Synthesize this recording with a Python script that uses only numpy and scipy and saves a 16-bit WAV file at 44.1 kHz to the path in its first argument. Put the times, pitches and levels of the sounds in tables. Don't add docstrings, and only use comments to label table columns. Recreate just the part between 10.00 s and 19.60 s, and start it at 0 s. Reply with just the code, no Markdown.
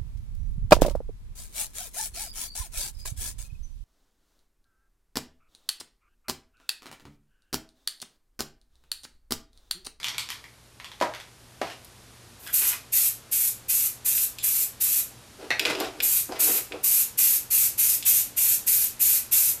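import sys
import numpy as np
from scipy import signal
from scipy.fft import rfft, irfft, next_fast_len
from scipy.io import wavfile
from scipy.ndimage import map_coordinates

SR = 44100
rng = np.random.default_rng(int(sys.argv[2]) if len(sys.argv) > 2 else 0)


def bounce(signal):
    frames = np.transpose(np.atleast_2d(signal))
    limited = np.clip(frames, -1, 1)
    pcm = np.round(limited * 32767).astype(np.int16)
    wavfile.write(sys.argv[1], SR, pcm)


N = 423360

# frequency_hz, relative_density_db
AIR_SPECTRUM = [(12, -39), (20, -12), (119, -4), (148, -11), (236, -10), (468, -13), (551, -14.5),
                (706, -15), (954, -16), (1610, -17.5), (2060, -19.5), (4550, -19.5), (8090, -23),
                (9800, -22), (14000, -29.5)]
# time_s, level_db
AIR_LEVEL = [(0, -53.5), (.7, -56), (1.5, -53), (2.3, -51.5), (9.6, -48.5)]
# frequency_hz, mean_level_db (rms)
HUM_TONES = [(58, -66.5), (120, -61)]
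# frequency_hz, t60_s
ROOM_DECAY = [(150, 0.23), (600, 0.35), (2500, 0.3), (6000, 0.3), (13000, 0.21)]
# start_s, level_db, ring_hz
CLATTER_HITS = [(.001, -45, 4000), (.031, -40, 3460), (.044, -31.5, 3120), (.069, -40, 5500),
                (.084, -34, 3420), (.146, -42.5, 1530), (.182, -29, 4600), (.289, -40, 5000),
                (.303, -33, 4330), (.441, -48, 1970), (.8, -47, 1920), (0.845, -43.5, 3430),
                (0.917, -48, 3360), (1.002, -43, 2100), (1.138, -43.5, 1800), (1.149, -42.5, 2870),
                (1.2, -43.5, 3400), (6.322, -43.5, 4800)]
# frequency_hz, relative_density_db
PLASTIC_BODY = [(240, -76), (400, -31), (485, -22), (589, -21), (962, -3), (1640, -3.5), (2350, 3),
                (2610, -3), (3560, 1.5), (6560, -5), (9650, -11.5), (14000, -11.5)]
# start_s, level_db, ring_hz (hollow thing that lands), ring_db (relative to level_db)
KNOCKS = [(1.012, -26, 600, 3.5), (1.023, -26, 970, 2), (1.615, -27, 677, -4), (5.428, -46, 467, 1),
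          (5.504, -30.5, 725, -8), (5.703, -32, 326, -9), (5.808, -29, 318, -7), (6.292, -40.5, 270, 2),
          (6.323, -39, 716, 3), (6.742, -46.5, 485, 10)]
# frequency_hz, relative_density_db
TABLE_BODY = [(60, -46), (120, -18), (200, -10.5), (310, -2.5), (450, -5), (620, -1.5), (820, -3),
              (1150, -9), (1900, -12), (3000, -19), (5000, -22.5), (8000, -31), (14000, -37)]
# start_s, length_s, rumble_db, scratch_db
SLIDES = [(1.641, 0.085, -53.5, -45), (2.418, .2, -63.5, -53.5), (2.607, .13, -60.5, -38),
          (5.384, 0.065, -46.5, -53), (5.597, 0.273, -37.5, -43), (5.643, 0.075, -34.5, -33.5),
          (5.793, 0.049, -34.5, -39), (5.943, .115, -49.5, -55), (6.283, 0.069, -40.5, -53),
          (6.346, 0.25, -46, -44), (6.465, 0.031, -34, -37), (6.705, .055, -41, -63)]
# frequency_hz, relative_density_db
RUB_SPECTRUM = [(88, -49), (150, -35), (215, -24), (301, -1.5), (424, -6), (592, -9), (666, -5),
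                (956, -17.5), (1300, -15), (1690, -29), (2860, -120)]
# frequency_hz, relative_density_db
SCRATCH_SPECTRUM = [(530, -20), (900, -5), (1010, -4.5), (2110, -0.5), (2560, 0.5), (4540, -5.5),
                    (4980, -3.5), (6870, -12.5), (14000, -18.5)]
# start_s, level_db, treble_tilt_db (per factor e of frequency)
BALL_HITS = [(1.847, -49, 18.5), (2.473, -42, 12), (4.178, -38, -3), (4.386, -38.5, 7), (5.595, -22.5, 1),
             (5.652, -24, -5.5), (5.751, -34.5, -3), (5.802, -31, 11.5), (6.003, -28, -3), (6.578, -38, 3),
             (6.721, -36.5, -10), (8.026, -36.5, 5.5)]
# frequency_hz, width_hz, relative_level_db
CAN_MODES = [(1500, 210, -12), (2560, 310, 3), (2940, 110, 2.5), (3330, 300, -0.5), (4200, 650, -4.5),
             (5000, 210, 0), (5720, 350, -10), (6960, 650, -10.5), (9400, 1500, -15.5),
             (12500, 2300, -17.5)]
# start_s, stop_s, level_db, fall_db (as the can swings)
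BURSTS = [(2.386, 2.516, -49.5, -8), (2.524, 2.698, -25, 0.5), (2.918, 3.078, -23, 1.5),
          (3.31, 3.49, -26.5, 3), (3.68, 3.869, -25.5, 2), (4.043, 4.243, -25.5, 2),
          (4.423, 4.637, -25.5, .5), (4.799, 5, -25, 2), (6.018, 6.198, -24.5, 0), (6.387, 6.572, -24, 4.5),
          (6.828, 7.022, -23.5, -0.5), (7.173, 7.369, -22, 5), (7.5, 7.666, -22, 2.5),
          (7.774, 7.95, -23, 3.5), (8.047, 8.212, -22, 4.5), (8.362, 8.548, -22.8, 1),
          (8.661, 8.858, -24, 3), (8.992, 9.177, -23, 1), (9.309, 9.505, -23, 4)]
# frequency_hz, relative_density_db
JET_SPECTRUM = [(150, -50), (600, -35), (1100, -30), (1600, -25), (2200, -23), (3100, -21.5), (3700, -17),
                (5000, -14.5), (6200, -10), (7600, -5.7), (8700, -6.7), (10500, -3), (12500, .5),
                (14200, 1.4)]
# frequency_hz, width_hz, relative_level_db
CAP_MODES = [(2540, 450, 0)]
# start_s, stop_s, pitch_hz, level_db
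WHISTLES = [(2.464, 2.509, 1640, -44), (4.383, 4.428, 3600, -45), (8.038, 8.063, 3650, -43)]
# frequency_hz, width_hz, relative_level_db
TIN_MODES = [(1520, 100, -14), (1770, 90, -3), (1930, 130, -3), (2180, 140, -2), (2600, 140, -6.5),
             (3700, 200, -11.5), (4250, 150, -7.5), (5960, 130, -15), (10500, 250, -25)]

TOP_HZ = 14170
TIME = np.arange(N) / SR
RING_SIZE = 8192
RING_HZ = np.fft.rfftfreq(RING_SIZE, 1 / SR)
BRIGHTEN = 0.32
CHATTER_S, CHATTER_DB = 0.013, -9
SLIDE_ATTACK_S, SLIDE_RELEASE_S = 0.012, 0.013
REBOUND_S, REBOUND_DB = 0.004, -2
OPEN_S, CLOSE_S = 0.02, 0.012
TIN_S, TIN_DB = 5.505, -24.5
TIN_BOUNCE_S, TIN_LOSS_DB, TIN_DULL_DB = 0.0073, 1.9, 3


def amp(db):
    return 10 ** (np.asarray(db) / 20)


def unit(x):
    return x / np.sqrt(np.mean(x ** 2) + 1e-20)


def along(points, hz):
    frequency, value = np.transpose(points)
    return np.interp(np.log(hz + 1), np.log(frequency), value)


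def tilt(hz, tilt_db, pivot_hz):
    return amp(tilt_db * np.clip(np.log((hz + 1) / pivot_hz), -1, 2))


def wobble(rate):
    knots = rng.standard_normal(int(N * rate / SR) + 4)
    return map_coordinates(knots, [TIME * rate])


def filtered(x, response):
    size = next_fast_len(len(x) + 8192)
    spectrum = rfft(x, size) * response(np.fft.rfftfreq(size, 1 / SR))
    return irfft(spectrum, size)[:len(x)]


def noise(spectrum):
    white = rng.standard_normal(N)
    return unit(filtered(white, lambda hz: amp(along(spectrum, hz)) * (hz < TOP_HZ + 200)))


def resonances(modes, hz):
    total = 0
    for k, (centre, width, db) in enumerate(modes):
        damping = 1j * hz * width
        total = total + (-1) ** k * amp(db) * damping / (centre * centre - hz * hz + damping)
    return total


def restruck(modes, scatter_db):
    rows = np.array(modes, float)
    return np.c_[rows[:, :2], rows[:, 2] + scatter_db * rng.standard_normal(len(rows))]


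def causal(spectrum):
    cepstrum = irfft(np.log(np.maximum(amp(along(spectrum, RING_HZ)), 1e-6)))
    half = RING_SIZE // 2
    return np.exp(rfft(np.r_[cepstrum[0], 2 * cepstrum[1:half]], RING_SIZE))


def blow(response, contact=0.00032):
    t = np.arange(RING_SIZE) / SR
    force = rfft(rng.standard_normal(RING_SIZE) * np.exp(-t / contact))
    ring = irfft(response * np.exp(1j * np.angle(force)))[:RING_SIZE // 2]
    return ring / np.linalg.norm(ring) * np.sqrt(SR / 100)


def gate(t, length, attack, release, power=1):
    return np.clip(t / attack, 0, 1) ** power * np.exp(-np.maximum(t - length, 0) / release)


def echo(x, wet_db, gap=0.00089):
    hz, t, bands = signal.stft(rng.standard_normal(SR // 3), SR, nperseg=256)
    decay = amp(-60 * t / along(ROOM_DECAY, hz)[:, None])
    tail = signal.istft(bands * decay, SR, nperseg=256)[1]
    tail = tail * (1 - np.exp(-(np.arange(len(tail)) / SR / gap) ** 2))
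    return signal.fftconvolve(x, amp(wet_db) * tail / np.linalg.norm(tail))


def in_room(x, wet_db):
    answer = echo(x, wet_db)
    return answer + np.pad(x, (0, len(answer) - len(x)))


def add(track, s, x):
    i = max(round(s * SR), 0)
    track[i:i + len(x)] += x[:max(N - i, 0)]


def background():
    hum = np.zeros(N)
    for hz, db in HUM_TONES:
        level = amp(db + wobble(3.07)) * np.sqrt(2)
        hum += level * np.sin(2 * np.pi * hz * TIME + 0.37 * wobble(3.22))
    hiss_level = amp(np.interp(TIME, *np.transpose(AIR_LEVEL)))
    return hum + hiss_level * noise(AIR_SPECTRUM)


def clatter(wet_db=2, width_hz=480, contact=0.00071, ring_db=-4, neutral_db=-33, small_db=3, count=3):
    out, body = np.zeros(N), causal(PLASTIC_BODY)
    for s, db, ring_hz in CLATTER_HITS:
        tilt_db = BRIGHTEN * (db - neutral_db) + small_db * np.log(ring_hz / 3400)
        colour = body * tilt(RING_HZ, tilt_db, 3900)
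        for k in range(count):
            ring = amp(ring_db) * blow(resonances([(ring_hz, width_hz, 0)], RING_HZ))
            click = blow(colour, contact)
            add(out, s, in_room(amp(db + k * CHATTER_DB) * (click + ring), wet_db))
            s = s + CHATTER_S * (0.5 + rng.random())
    return out


def knocks(wet_db=0, ring_wet_db=-3, width_hz=55, contact=0.0049, soft_hz=1500, neutral_db=-30):
    out, top = np.zeros(N), causal(TABLE_BODY)
    soft = 1 / (1 + 1j * RING_HZ / soft_hz) ** 2
    for s, db, ring_hz, ring_db in KNOCKS:
        thump = blow(top * tilt(RING_HZ, BRIGHTEN * (db - neutral_db), 560), contact)
        hollow = blow(soft * resonances([(ring_hz, width_hz, 0)], RING_HZ))
        add(out, s, amp(db) * in_room(thump, wet_db))
        add(out, s, amp(db + ring_db) * in_room(hollow, ring_wet_db))
    return out


def slides(judder_db=1.5, grit_db=6, grain_rate=2200, wet_db=-1):
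    rumble, scratch = np.zeros(N), np.zeros(N)
    for start, length, rumble_db, scratch_db in SLIDES:
        push = gate(TIME - start, length, SLIDE_ATTACK_S, SLIDE_RELEASE_S)
        rumble = np.maximum(rumble, amp(rumble_db) * push)
        scratch = np.maximum(scratch, amp(scratch_db) * push)
    slips = wobble(110)
    struck = rng.random(N) < grain_rate / SR
    grains = struck * rng.standard_normal(N) * amp(grit_db * slips / 2)
    low = rumble * unit(noise(RUB_SPECTRUM) * amp(judder_db * slips))
    high = scratch * unit(filtered(grains, lambda hz: amp(along(SCRATCH_SPECTRUM, hz))))
    return in_room(low + high, wet_db)[:N]


def ball(wet_db=-5, scatter_db=2, contact=0.0004):
    out = np.zeros(N)
    for s, db, tilt_db in BALL_HITS:
        for delay, change_db in ((0, 0), (REBOUND_S, REBOUND_DB)):
            wall = resonances(restruck(CAN_MODES, scatter_db), RING_HZ) * tilt(RING_HZ, tilt_db, 3500)
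            add(out, s + delay, in_room(amp(db + change_db) * blow(wall, contact), wet_db))
    return out


def flutter():
    return amp(0.5 * wobble(160) + 1.3 * wobble(90))


def spray(wet_db=1, cap_db=-24, spit_db=5, spit_time=0.0066, kick_db=2, count=4):
    out, t = np.zeros(N), np.arange(SR // 3) / SR
    jet = unit(noise(JET_SPECTRUM) * flutter())
    cap = unit(filtered(rng.standard_normal(N), lambda hz: resonances(CAP_MODES, hz)))
    spit = np.exp(-np.maximum(t - OPEN_S, 0) / spit_time)
    for start, stop, db, fall_db in BURSTS:
        here = np.clip(round(start * SR) + np.arange(len(t)), 0, N - 1)
        progress = np.clip(t / (stop - start), 0, 1)
        valve = gate(t, stop - start, OPEN_S, CLOSE_S, power=1.25)
        pressure = amp(db + fall_db * (0.5 - progress) + kick_db * spit)
        burst = valve * pressure * (jet[here] + amp(cap_db + spit_db * spit) * cap[here])
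        add(out, start, burst)
        for place in range(count):
            share = np.maximum(1 - abs(progress * (count - 1) - place), 0)
            add(out, start, echo(burst * np.sqrt(share), wet_db))
    return out


def whistles(width=0.38, second_db=-4, third_db=-12, wet_db=0):
    out, t = np.zeros(N), np.arange(SR // 8) / SR
    for start, stop, pitch_hz, db in WHISTLES:
        def response(hz):
            total = 0
            for k, level_db in enumerate((0, second_db, third_db), 1):
                partial = resonances([(k * pitch_hz, width * pitch_hz, 0)], hz)
                total = total + amp(level_db) * partial ** 2
            return total

        tone = unit(filtered(rng.standard_normal(len(t)), response))
        fade = np.clip((stop - start - t) / 0.01, 0, 1)
        add(out, start, in_room(amp(db) * tone * fade, wet_db))
    return out


def tin(wet_db=-1, crack_db=-12, scatter_db=2, contact=0.001, count=4):
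    out = np.zeros(N)
    for k in range(count):
        lean = tilt(RING_HZ, -k * TIN_DULL_DB, 2000)
        crack = amp(crack_db) * blow(causal(PLASTIC_BODY) * lean, contact)
        ring = blow(resonances(restruck(TIN_MODES, scatter_db), RING_HZ) * lean)
        contact_sound = amp(TIN_DB - k * TIN_LOSS_DB) * (ring + crack)
        add(out, TIN_S + k * TIN_BOUNCE_S, in_room(contact_sound, wet_db))
    return out


def scene():
    mono = background() + clatter() + knocks() + slides() + ball() + spray() + whistles() + tin()
    return np.array([mono, mono])


def record(dry):
    return np.array([filtered(x, lambda hz: 1 / np.sqrt(1 + (hz / TOP_HZ) ** 500)) for x in dry])


dry = scene()
out = record(dry)
bounce(out)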